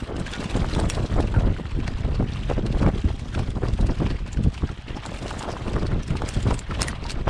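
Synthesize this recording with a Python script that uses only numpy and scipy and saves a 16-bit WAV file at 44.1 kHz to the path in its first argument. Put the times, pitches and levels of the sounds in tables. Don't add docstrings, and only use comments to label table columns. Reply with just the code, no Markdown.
import sys
import numpy as np
from scipy import signal
from scipy.io import wavfile
from scipy.ndimage import uniform_filter1d

SR = 44100
rng = np.random.default_rng(int(sys.argv[2]) if len(sys.argv) > 2 else 0)


def persist_wave(psi):
    counts = np.round(np.clip(psi, -1, 1) * 32767).astype(np.int16)
    wavfile.write(sys.argv[1], SR, np.atleast_2d(counts).T)


N = 321776

# peak_s, length_s, large_eddies_db, small_eddies_db
GUSTS = [(0.026, 0.043, -25.5, -32), (0.111, 0.49, -47.5, -36.5), (0.184, 0.23, -28.5, -35.5),
         (0.422, 0.47, -35, -34), (0.567, 0.16, -22.5, -28), (0.653, 0.32, -25.5, -32.5),
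         (0.798, 0.28, -23, -25.5), (0.864, 0.07, -22, -48), (1.007, 0.37, -24, -28),
         (1.13, 0.067, -26, -38), (1.176, 0.2, -20.5, -23), (1.248, 0.077, -27, -51),
         (1.301, 0.04, -25, -33), (1.382, 0.29, -19.5, -28.5), (1.466, 0.22, -21, -29.5),
         (1.59, 0.09, -39, -33), (1.753, 0.014, -24, -30), (1.793, 0.44, -26, -40.5),
         (1.96, 0.029, -17, -44), (2.02, 0.032, -28, -45), (2.055, 0.046, -24, -27),
         (2.097, 0.14, -22, -31), (2.147, 0.037, -50, -28.5), (2.206, 0.063, -11.5, -24),
         (2.504, 0.068, -28, -25), (2.578, 0.073, -28, -29), (2.656, 0.13, -21, -44),
         (2.666, 0.12, -29, -31), (2.76, 0.13, -26, -31.5), (2.848, 0.23, -16.5, -20.5),
         (2.937, 0.073, -18.5, -32), (3.05, 0.19, -23, -34.5), (3.221, 0.058, -26, -35.5),
         (3.379, 0.12, -23.5, -30), (3.488, 0.045, -22, -41), (3.56, 0.066, -27, -28.5),
         (3.645, 0.17, -25.5, -27.5), (3.743, 0.062, -18, -38), (3.795, 0.042, -32, -26),
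         (3.831, 0.23, -18.5, -31), (3.896, 0.11, -33, -27.5), (4.013, 0.076, -16, -24.5),
         (4.05, 0.36, -23, -33.5), (4.214, 0.068, -24, -51), (4.386, 0.12, -19, -36.5),
         (4.462, 0.058, -11, -27.5), (4.642, 0.085, -18.5, -30), (4.707, 0.039, -38, -34.5),
         (4.908, 0.26, -35, -42.5), (5.102, 0.51, -53, -39.0), (5.272, 0.38, -34.5, -35.5),
         (5.474, 0.48, -32.5, -30.5), (5.672, 0.26, -29.5, -31.5), (5.757, 0.089, -22, -23.5),
         (5.832, 0.084, -21, -24), (5.933, 0.3, -22, -33), (6.11, 0.17, -24, -33.5),
         (6.228, 0.22, -29, -34.5), (6.362, 0.095, -20.5, -32), (6.482, 0.22, -21.5, -26.5),
         (6.714, 0.12, -23.5, -28.5), (6.809, 0.29, -27.5, -33), (7.044, 0.12, -33, -37),
         (7.178, 0.28, -29.5, -36), (7.281, 0.067, -25, -20)]
# time_s, large_eddies_db
WIND_BETWEEN_GUSTS = [(0.0, -43), (1.22, -36.5), (2.43, -26), (3.65, -32), (4.87, -35.5), (6.08, -46.5),
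                      (7.3, -29.5)]
# centre_s, half_length_s, depth_db
WIND_DROPS = [(1.08, 0.027, -9.5), (2.785, 0.0096, -8.5), (2.923, 0.021, -14), (3.03, 0.014, -15),
              (3.187, 0.029, -5.5), (3.77, 0.024, -8.5), (3.953, 0.043, -3.5), (4.187, 0.016, -8),
              (4.668, 0.02, -12), (4.836, 0.04, -6.5), (5.035, 0.023, -6), (6.052, 0.057, -5.5)]
# swing_hz, level_db (on the gust level), small_eddy_share (0 follows the large eddies, 1 the
# small; beyond 1 overshoots), density (mean eddies per swing), flutter_db (negative swells in opposition)
EDDY_SIZES = [(31, -4.5, 0.11, 2.1, 6.5), (50.5, -5.5, 0.012, 1.4, -2.5), (90.4, -2, 0.11, 1.1, 3),
              (162, -5, 0.26, 1.1, 4.5), (287.3, -4, 0.65, 1.1, 6), (471.6, -4, 1.035, 1.1, 6),
              (876, -7, 1.51, 1.1, 6), (1400, -13.5, 1.47, 0.9, 9)]
# time_s, level_db (relative), crispness (dB per octave above 3 kHz)
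TYRES_IN_LEAVES = [(0.0, -48.5, 9), (0.13, -50.5, 0.5), (0.3, -44, 4.5), (0.55, -43.5, 4), (0.8, -48, 10),
                   (1.0, -45, 5), (1.2, -50.5, 5.5), (1.36, -48, 4.5), (1.68, -50.5, 2), (1.95, -48, 2),
                   (2.28, -51.5, 1.5), (2.44, -46, 4), (2.63, -49.5, 0.5), (2.8, -49, 4),
                   (3.27, -51.5, 5.5), (3.4, -47, 5.5), (3.54, -54, 5), (3.75, -53.5, 6), (4.07, -46, 3.5),
                   (4.3, -54, 2), (4.5, -52, 4), (4.63, -48.5, 3.5), (4.85, -49.5, 0.5), (5.0, -46.5, 0),
                   (5.18, -47.5, 7), (5.5, -46.5, 4.5), (5.75, -46.5, 3.5), (6.1, -50, -1), (6.27, -43, 5),
                   (6.5, -46, 5.5), (6.66, -50.5, 0), (6.82, -39.5, 4), (6.94, -49, 0.5), (7.12, -47, -4),
                   (7.25, -53.5, 4.5), (7.3, -31.5, -8)]
# (relative, per Hz)
LITTER_COLOUR = [(350, -29), (600, -1.5), (1130, -1), (1610, -2.5), (2180, -4.5), (3140, -4.5),
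                 (4500, -13.5), (5400, -17.5), (6510, -22.5), (8010, -24), (9850, -31.5), (11000, -39.5),
                 (14300, -54), (22000, -120)]
# centre_s, level_db (before trim), swing_hz
STRONG_EDDIES = [(0.0248, -20.5, 247), (0.1237, -18, 382), (0.212, -16, 149), (0.397, -17, 214),
                 (0.4607, -15, 174), (0.5565, -18, 221), (0.5739, -14, 241), (0.599, -13, 158),
                 (0.62, -29, 170), (1.186, -21, 197), (1.202, -14, 333), (1.372, -17, 109),
                 (1.389, -12, 174), (1.6119, -20.5, 182), (1.791, -15, 292), (1.855, -21, 174),
                 (2.2091, -23, 158), (2.238, -24, 122), (2.5145, -12, 413), (2.5924, -12.5, 380),
                 (2.6683, -19, 147), (2.7078, -14, 168), (2.828, -10, 218), (2.865, -7, 144),
                 (2.873, -10, 265), (2.879, -10, 258), (3.046, -11.5, 247), (3.059, -7, 77.5),
                 (3.5677, -20.5, 220), (3.6226, -21, 360), (3.8085, -13.5, 179), (3.836, -23, 161),
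                 (3.908, -15, 228), (4.0045, -11.5, 151), (4.026, -21, 91), (4.391, -22, 145),
                 (4.409, -13, 186), (4.459, -13, 166), (4.4729, -12.5, 190), (4.6434, -15.5, 123),
                 (4.969, -22, 242), (5.092, -22.5, 158), (5.6868, -15.5, 200), (5.7568, -22, 493),
                 (5.8348, -11.5, 172), (5.9412, -20, 129), (5.9568, -24, 206), (6.109, -10, 143),
                 (6.225, -17.5, 155), (6.368, -17.5, 121), (6.4728, -10, 106), (6.4877, -7, 188),
                 (6.7062, -27, 282), (6.8246, -25, 300), (6.8493, -17, 370), (6.912, -25, 200)]
# tick_s, treble_peak_db (before trim), low_parts_db, high_parts_db, struck_part_hz
RATTLE_HITS = [(0.045, -38, 23, -24, 4080), (0.1665, -30, -5, -15, 2900), (0.199, -30.5, -9, -2, 8100),
               (0.266, -31, 13, 2, 2820), (0.317, -31, 2, 3, 2900), (0.3362, -22.5, 18, -9, 3470),
               (0.405, -31, -7, -2, 3600), (0.4424, -29.5, 0, -1, 2790), (0.459, -36, 2, -11, 3480),
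               (0.5, -30, 2, -3, 3570), (0.511, -28, 1, -3, 2650), (0.567, -26, -1, 1, 7210),
               (0.576, -37, 2, 1, 3320), (0.7368, -23, 8, -15, 4100), (0.75, -23, -4, -6, 3530),
               (0.8, -20, -13, 0, 8330), (0.9001, -13, -20, 20, 3300), (0.907, -27, -5, 5, 2700),
               (0.949, -25, -15, -3, 5030), (0.9525, -25, -17, 5, 4500), (0.9917, -39, 8, -20, 2700),
               (1.063, -29, -8, -21, 3970), (1.2067, -26.5, -8, -4, 3850), (1.227, -33.5, -9, -17, 2720),
               (1.274, -36, 15, -17, 2800), (1.711, -39.5, 0, -26, 2500), (1.802, -42, 0, -25, 2400),
               (1.8788, -26, 3, -28, 4600), (2.151, -33, 19, -30, 4470), (2.285, -39, 14, -25, 3060),
               (2.323, -31.5, 5, -28, 3650), (2.336, -31, 0, -26, 4270), (2.35, -39, 10, -22, 2740),
               (2.4352, -32.5, 26, -21, 3000), (2.5, -32, 8, -28, 2630), (2.535, -35.5, -15, -25, 2780),
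               (2.6656, -27, 1, -7, 4030), (2.727, -28.5, -6, -20, 3480), (2.7848, -34.5, -15, 0, 2860),
               (2.823, -32.5, 3, -14, 2530), (2.8632, -35, 22, -20, 2370), (2.982, -37.5, 0, -10, 3530),
               (3.063, -44, 21, -15, 2690), (3.105, -42, 19, -14, 3200), (3.196, -36.5, -14, -8, 2610),
               (3.351, -27, 3, -27, 3440), (3.3926, -33, -5, -5, 2460), (3.505, -32.5, -7, -1, 3500),
               (3.6854, -28, 2, -19, 4660), (3.737, -31.5, 2, 0, 3560), (3.812, -30.5, -8, -8, 3880),
               (3.869, -29.5, 5, 5, 4630), (3.89, -38, 10, -17, 2700), (3.9117, -30.5, -7, -20, 5070),
               (4.065, -32, 32, -18, 2440), (4.105, -30, 23, -15, 4350), (4.2783, -37, -12, -11, 2630),
               (4.331, -26.5, -15, -13, 7100), (4.372, -37, 1, -16, 2930), (4.439, -33.5, -11, -2, 3430),
               (4.543, -32, -12, -18, 3280), (4.5783, -33.5, 11, -15, 3000), (4.9668, -33, 7, -19, 5350),
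               (5.0623, -23.5, 0, -4, 7100), (5.19, -34.5, -9, -11, 2700), (5.226, -36, -8, -6, 3930),
               (5.267, -32, 1, -12, 2780), (5.282, -25.5, -21, -7, 3000), (5.3072, -30, -10, -3, 2920),
               (5.3932, -25, -7, 11, 7200), (5.428, -25.5, -8, -1, 4030), (5.518, -28, -3, 0, 5350),
               (5.528, -31, 10, 0, 4900), (5.681, -32, 2, -6, 2870), (5.734, -29.5, -5, -12, 3100),
               (5.7964, -35, -10, -17, 4700), (5.868, -26.5, -9, -12, 4500), (6.033, -29.5, 4, 0, 5760),
               (6.08, -31.5, -6, 6, 5430), (6.105, -38, 13, 14, 2440), (6.17, -26, -0.5, -7, 2900),
               (6.29, -17.5, -8, 10, 2500), (6.3402, -30, 0, -1, 8100), (6.3462, -26, -11, -4, 3300),
               (6.404, -35, 5, 5, 3060), (6.429, -27.5, -10, -4, 7170), (6.5075, -26.5, 7, -16, 2360),
               (6.5425, -25, 4, -5, 8240), (6.5922, -20, -12, 6, 7500), (6.743, -40, -3, 0, 2960),
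               (6.807, -30, 7, -2, 3970), (6.819, -7, -3, 10, 5340), (6.8299, -14, 8, 10, 8600),
               (6.836, -33, 0, 0, 5300), (6.8833, -16.5, -4, 21, 9600), (6.916, -33, 8, -9, 4350),
               (7.041, -29, 8, -14, 4450), (7.0658, -26, -8, -27, 4000), (7.097, -24.5, -3, -5, 4670),
               (7.106, -20.5, 1, -1, 4270), (7.118, -22.5, -18.5, 7, 4700)]
# frequency_hz, width_hz (wider dies sooner), level_db (relative)
LOOSE_PARTS = [(1700, 120, 10.5), (2780, 280, 17), (4270, 900, 17), (5260, 1300, 15), (7100, 2800, 16.5),
               (8330, 4100, 17.5), (11000, 1200, -16), (13500, 3000, 6)]
# time_s, level_db (before trim), mode_hz, t60_s (at least 5 ms is used)
FRAME_KNOCKS = [(0.1021, -28, 790, 0.036), (0.2654, -26, 1617, 0.056), (0.336, -31.5, 1440, 0.21),
                (0.6446, -14, 885, 0.022), (0.8175, -30, 920, 0.048), (0.856, -35.5, 1140, 0.043),
                (0.9035, -23, 5600, 0.039), (0.985, -27, 1130, 0.04), (1.1645, -18, 686, 0.016),
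                (1.341, -20, 914, 0.043), (1.348, -25, 1530, 0.054), (1.362, -23, 1400, 0.063),
                (1.565, -27, 1490, 0.027), (1.655, -25.5, 1340, 0.02), (1.879, -25.5, 680, 0.031),
                (1.8797, -19, 1840, 0.02), (2.0516, -21.5, 736, 0.013), (2.201, -34, 1230, 0.02),
                (2.2252, -20, 750, 0.029), (2.5141, -22.5, 700, 0.044), (2.7482, -22, 765, 0.025),
                (2.809, -27, 910, 0.017), (2.826, -24, 1690, 0.015), (2.83, -14.5, 890, 0.022),
                (2.844, -38, 900, 0.02), (2.864, -13, 890, 0.017), (2.8785, -23, 887, 0.04),
                (3.104, -25, 660, 0.031), (3.3487, -23, 1400, 0.027), (3.394, -20.5, 725, 0.022),
                (3.5729, -31, 1000, 0.043), (3.620, -24.5, 710, 0.017), (3.638, -35, 1700, 0.016),
                (3.6536, -25, 1160, 0.03), (3.7905, -23.5, 696, 0.018), (3.799, -36, 810, 0.021),
                (3.8983, -42, 785, 0.04), (4.003, -22, 786, 0.032), (4.066, -24, 945, 0.025),
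                (4.372, -30.5, 1510, 0.03), (4.622, -28.5, 1110, 0.031), (4.691, -23.5, 1380, 0.028),
                (4.971, -21.5, 858, 0.047), (5.054, -22, 910, 0.043), (5.311, -17.5, 874, 0.031),
                (5.409, -22.5, 890, 0.04), (5.421, -25, 1020, 0.037), (5.436, -24, 870, 0.03),
                (5.4873, -19.5, 654, 0.043), (5.567, -24, 1005, 0.034), (5.764, -18.5, 1176, 0.026),
                (5.864, -28, 1400, 0.032), (5.9184, -26.5, 1400, 0.032), (6.154, -21, 900, 0.028),
                (6.2199, -11.5, 875, 0.022), (6.471, -24, 840, 0.033), (6.511, -16.5, 980, 0.047),
                (6.71, -20, 1322, 0.065), (6.796, -24.5, 1037, 0.064), (6.874, -28, 1943, 0.09),
                (6.8835, -16, 1917, 0.037), (6.93, -21, 1150, 0.018), (7.0527, -27, 940, 0.12),
                (7.276, -22, 1024, 0.032), (7.285, -28, 790, 0.024)]
# frequency_hz, gain_db
MICROPHONE_RESPONSE = [(9500, -2), (10600, -12.5), (11200, -18.5), (12000, -23), (14500, -19), (15600, -38)]

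RISE_SHARE = 0.35
LARGE_DROP_DB, SMALL_DROP_DB = 15, 26.5
SMALL_BETWEEN_DB = -18
CLEAN_HZ = 1200
EDGE_HZ = 15700


def gain_of(db):
    return 10 ** (np.asarray(db) / 20)


def evened(x):
    return x / np.sqrt(np.mean(x ** 2) + 1e-20)


def read(points, hz):
    f, value = np.transpose(points)
    return np.interp(np.log(hz + 1), np.log(f + 1), value)


def follow(rows, t):
    s, *columns = np.transpose(rows)
    return [np.interp(t, s, column) for column in columns]


def add(mix, s, sound):
    part = mix[max(round(s * SR), 0):][:len(sound)]
    part += sound[:len(part)]


def wander(hz):
    return evened(signal.lfilter(*signal.butter(2, hz, fs=SR), rng.standard_normal(N)))


def swing(hz, turns, phase):
    u = np.arange(-3 * turns, 3 * turns, hz / SR)
    bell = np.exp(-0.5 * (u / turns) ** 2)
    wave = bell * np.cos(2 * np.pi * u + phase)
    return wave - bell * wave.sum() / bell.sum()


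def gusts():
    t = np.arange(0, N + 128, 128) / SR
    s, length, large_db, small_db = np.transpose(GUSTS)
    u = (t[:, None] - s) / length
    away = np.where(u < 0, -u / RISE_SHARE, u / (1 - RISE_SHARE)) ** 1.45
    between_db, = follow(WIND_BETWEEN_GUSTS, t)

    def power(peak_db, drop_db, under_db):
        gust_power = (gain_of(peak_db - drop_db * away) ** 2).sum(1)
        return gust_power + gain_of(under_db) ** 2

    large = power(large_db, LARGE_DROP_DB, between_db)
    small = power(small_db, SMALL_DROP_DB, between_db + SMALL_BETWEEN_DB)
    s, half_length, depth_db = np.transpose(WIND_DROPS)
    calm_db = (depth_db * np.exp(-((t[:, None] - s) / half_length) ** 4)).sum(1)
    samples_s = np.arange(N) / SR
    return [np.interp(samples_s, t, 10 * np.log10(p) + calm_db) for p in (large, small)]


def wind():
    large_db, small_db = gusts()
    flutter = np.tanh(wander(52.7))
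    out = np.zeros(N)
    for hz, db, share, density, flutter_db in EDDY_SIZES:
        size = rng.standard_normal(N)
        passes = rng.random(N) < density * hz / SR
        layer = evened(signal.oaconvolve(size * passes, swing(hz, 0.35, 0.53), "same"))
        local_power = uniform_filter1d(layer ** 2, int(2 * SR / hz + 0.0146 * SR))
        layer /= np.sqrt(abs(local_power) + 0.7)
        slow_flutter = uniform_filter1d(flutter, int(SR / hz))
        layer = evened(layer * gain_of(flutter_db * slow_flutter))
        out += layer * gain_of((1 - share) * large_db + share * small_db + db)
    return 0.64 * np.tanh(out / 0.51)


def grit():
    out = np.zeros(N)
    for hz in np.geomspace(450, 9000, num=16):
        u = np.arange(0, 24, hz / SR)
        tick = hz * (1 - np.exp(-u)) * np.exp(-u / 1.8) * np.sin(2 * np.pi * u)
        happens = rng.random(N) < 120.0 / SR
        strength = gain_of(2.96 * np.minimum(rng.exponential(1, N), 3))
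        out += signal.oaconvolve(happens * strength, tick)[:N]
    return evened(out)


def leaves():
    grit_share, far_share = 0.9, 0.5
    near = rng.standard_normal(N) + grit_share * grit()
    near = evened(near * gain_of(2.9 * wander(27.3)))
    drive = near + far_share * rng.standard_normal(N)
    hz, t, z = signal.stft(evened(drive), SR, nperseg=512, noverlap=384)

    wide, thin = rng.standard_normal((len(t), len(hz), 2)).T
    wide = evened(uniform_filter1d(uniform_filter1d(wide, 8, 0), 5, 1))
    thin = evened(uniform_filter1d(uniform_filter1d(thin, 2, 0), 16, 1))
    patchy_db, gritty_db = 1.3, 1.8

    level_db, crisp_db = follow(TYRES_IN_LEAVES, t)
    colour = gain_of(read(LITTER_COLOUR, hz) - read(MICROPHONE_RESPONSE, hz))
    level_band = (hz > 2000) * (hz < 5000)
    colour /= np.sqrt(np.mean(colour ** 2 * level_band))
    treble = np.clip(np.log2((hz + 1) / 3000), 0, 1.5)
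    moving_db = level_db + treble[:, None] * crisp_db + patchy_db * wide + gritty_db * thin
    z = z * colour[:, None] * gain_of(moving_db)
    return signal.istft(z, SR, nperseg=512, noverlap=384)[1][:N]


def buffets():
    out = np.zeros(N)
    phases = rng.uniform(-np.pi, np.pi, (len(STRONG_EDDIES), 1))
    for (s, db, hz), phase in zip(STRONG_EDDIES, phases):
        push = swing(hz, 0.57, phase)
        add(out, s - len(push) / 2 / SR, gain_of(db - 1.5) * push)
    return out


def ring_of_parts(low_db, top_db, struck_hz, mix):
    t = np.arange(400) / SR
    modes = [(hz, width, part_db + low_db * (hz < 3500) + top_db * (hz > 6500))
             for hz, width, part_db in LOOSE_PARTS]
    loudest_db = max(mode[2] for mode in modes[1:-2])
    modes.append((struck_hz, 0.1 * struck_hz, loudest_db + 4))
    ring = np.zeros(len(t))
    for (hz, width, mode_db), chance_db in zip(modes, mix):
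        level = gain_of(mode_db + 2 * chance_db) * np.sqrt(width)
        ring += level * np.exp(-np.pi * width * t) * np.sin(2 * np.pi * hz * t)
    return ring


def rattles():
    out, t = np.zeros(N), np.arange(3000) / SR
    lead, clean = 0.015, 0.55
    treble = signal.butter(2, [3500, 10000], "band", fs=SR)
    u = t - lead
    tick = np.exp(-0.5 * (u / 0.0006) ** 2)
    at_tick = np.arange(len(t)) == round(lead * SR)
    blow = np.sqrt(np.sum(tick ** 2)) * at_tick
    swell_before = 0.33 * np.exp(np.minimum(u, 0) / 0.009)
    scatter_after = 0.4 * gain_of(-60 * u / 0.065)
    around = np.where(u < 0, swell_before, scatter_after)
    noise = rng.standard_normal((len(RATTLE_HITS), 3000))
    mixes = rng.standard_normal((len(RATTLE_HITS), len(LOOSE_PARTS) + 1))
    for (s, db, low_db, top_db, struck_hz), chance, mix in zip(RATTLE_HITS, noise, mixes):
        around_gain = gain_of(-0.55 * (db + 19))
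        strike = clean * blow + chance * (tick + around * around_gain)
        sound = signal.fftconvolve(strike, ring_of_parts(low_db, top_db, struck_hz, mix))
        treble_power = uniform_filter1d(signal.lfilter(*treble, sound) ** 2, 40).max()
        add(out, s - lead, gain_of(db - 5.5) * sound / np.sqrt(treble_power))
    return out


def knocks():
    out, t = np.zeros(N), np.arange(3000) / SR
    rise = 0.0009
    noise = rng.standard_normal((len(FRAME_KNOCKS), 3000))
    for (s, db, hz, t60), chance in zip(FRAME_KNOCKS, noise):
        shape = (1 - np.exp(-(t / rise) ** 2)) * gain_of(-60 * t / max(t60, 0.005))
        rough = evened(uniform_filter1d(chance, 25)) * min(CLEAN_HZ / hz, 1) ** 2
        mode = (1 + 0.34 * rough) * np.sin(2 * np.pi * hz * t + rough / np.pi)
        add(out, s - 1.3 * rise, gain_of(db - 1.0) * shape * mode)
        blow = swing(0.88 * hz, 0.24, 0.16)
        add(out, s - len(blow) / 2 / SR + 0.000974, gain_of(db + 4.5) * blow)
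    return out


def scene():
    return (wind() + buffets() + leaves() + rattles() + knocks())[None]


def record(dry):
    hz = np.linspace(0, SR / 2, 513)
    cover = signal.firwin2(513, hz, gain_of(read(MICROPHONE_RESPONSE, hz)), fs=SR)
    coloured = signal.oaconvolve(dry, cover[None], "same")
    band_limit = signal.firwin(511, EDGE_HZ, window=("kaiser", 9), fs=SR)
    return signal.oaconvolve(coloured, band_limit[None], "same")


dry = scene()
out = record(dry)
persist_wave(out)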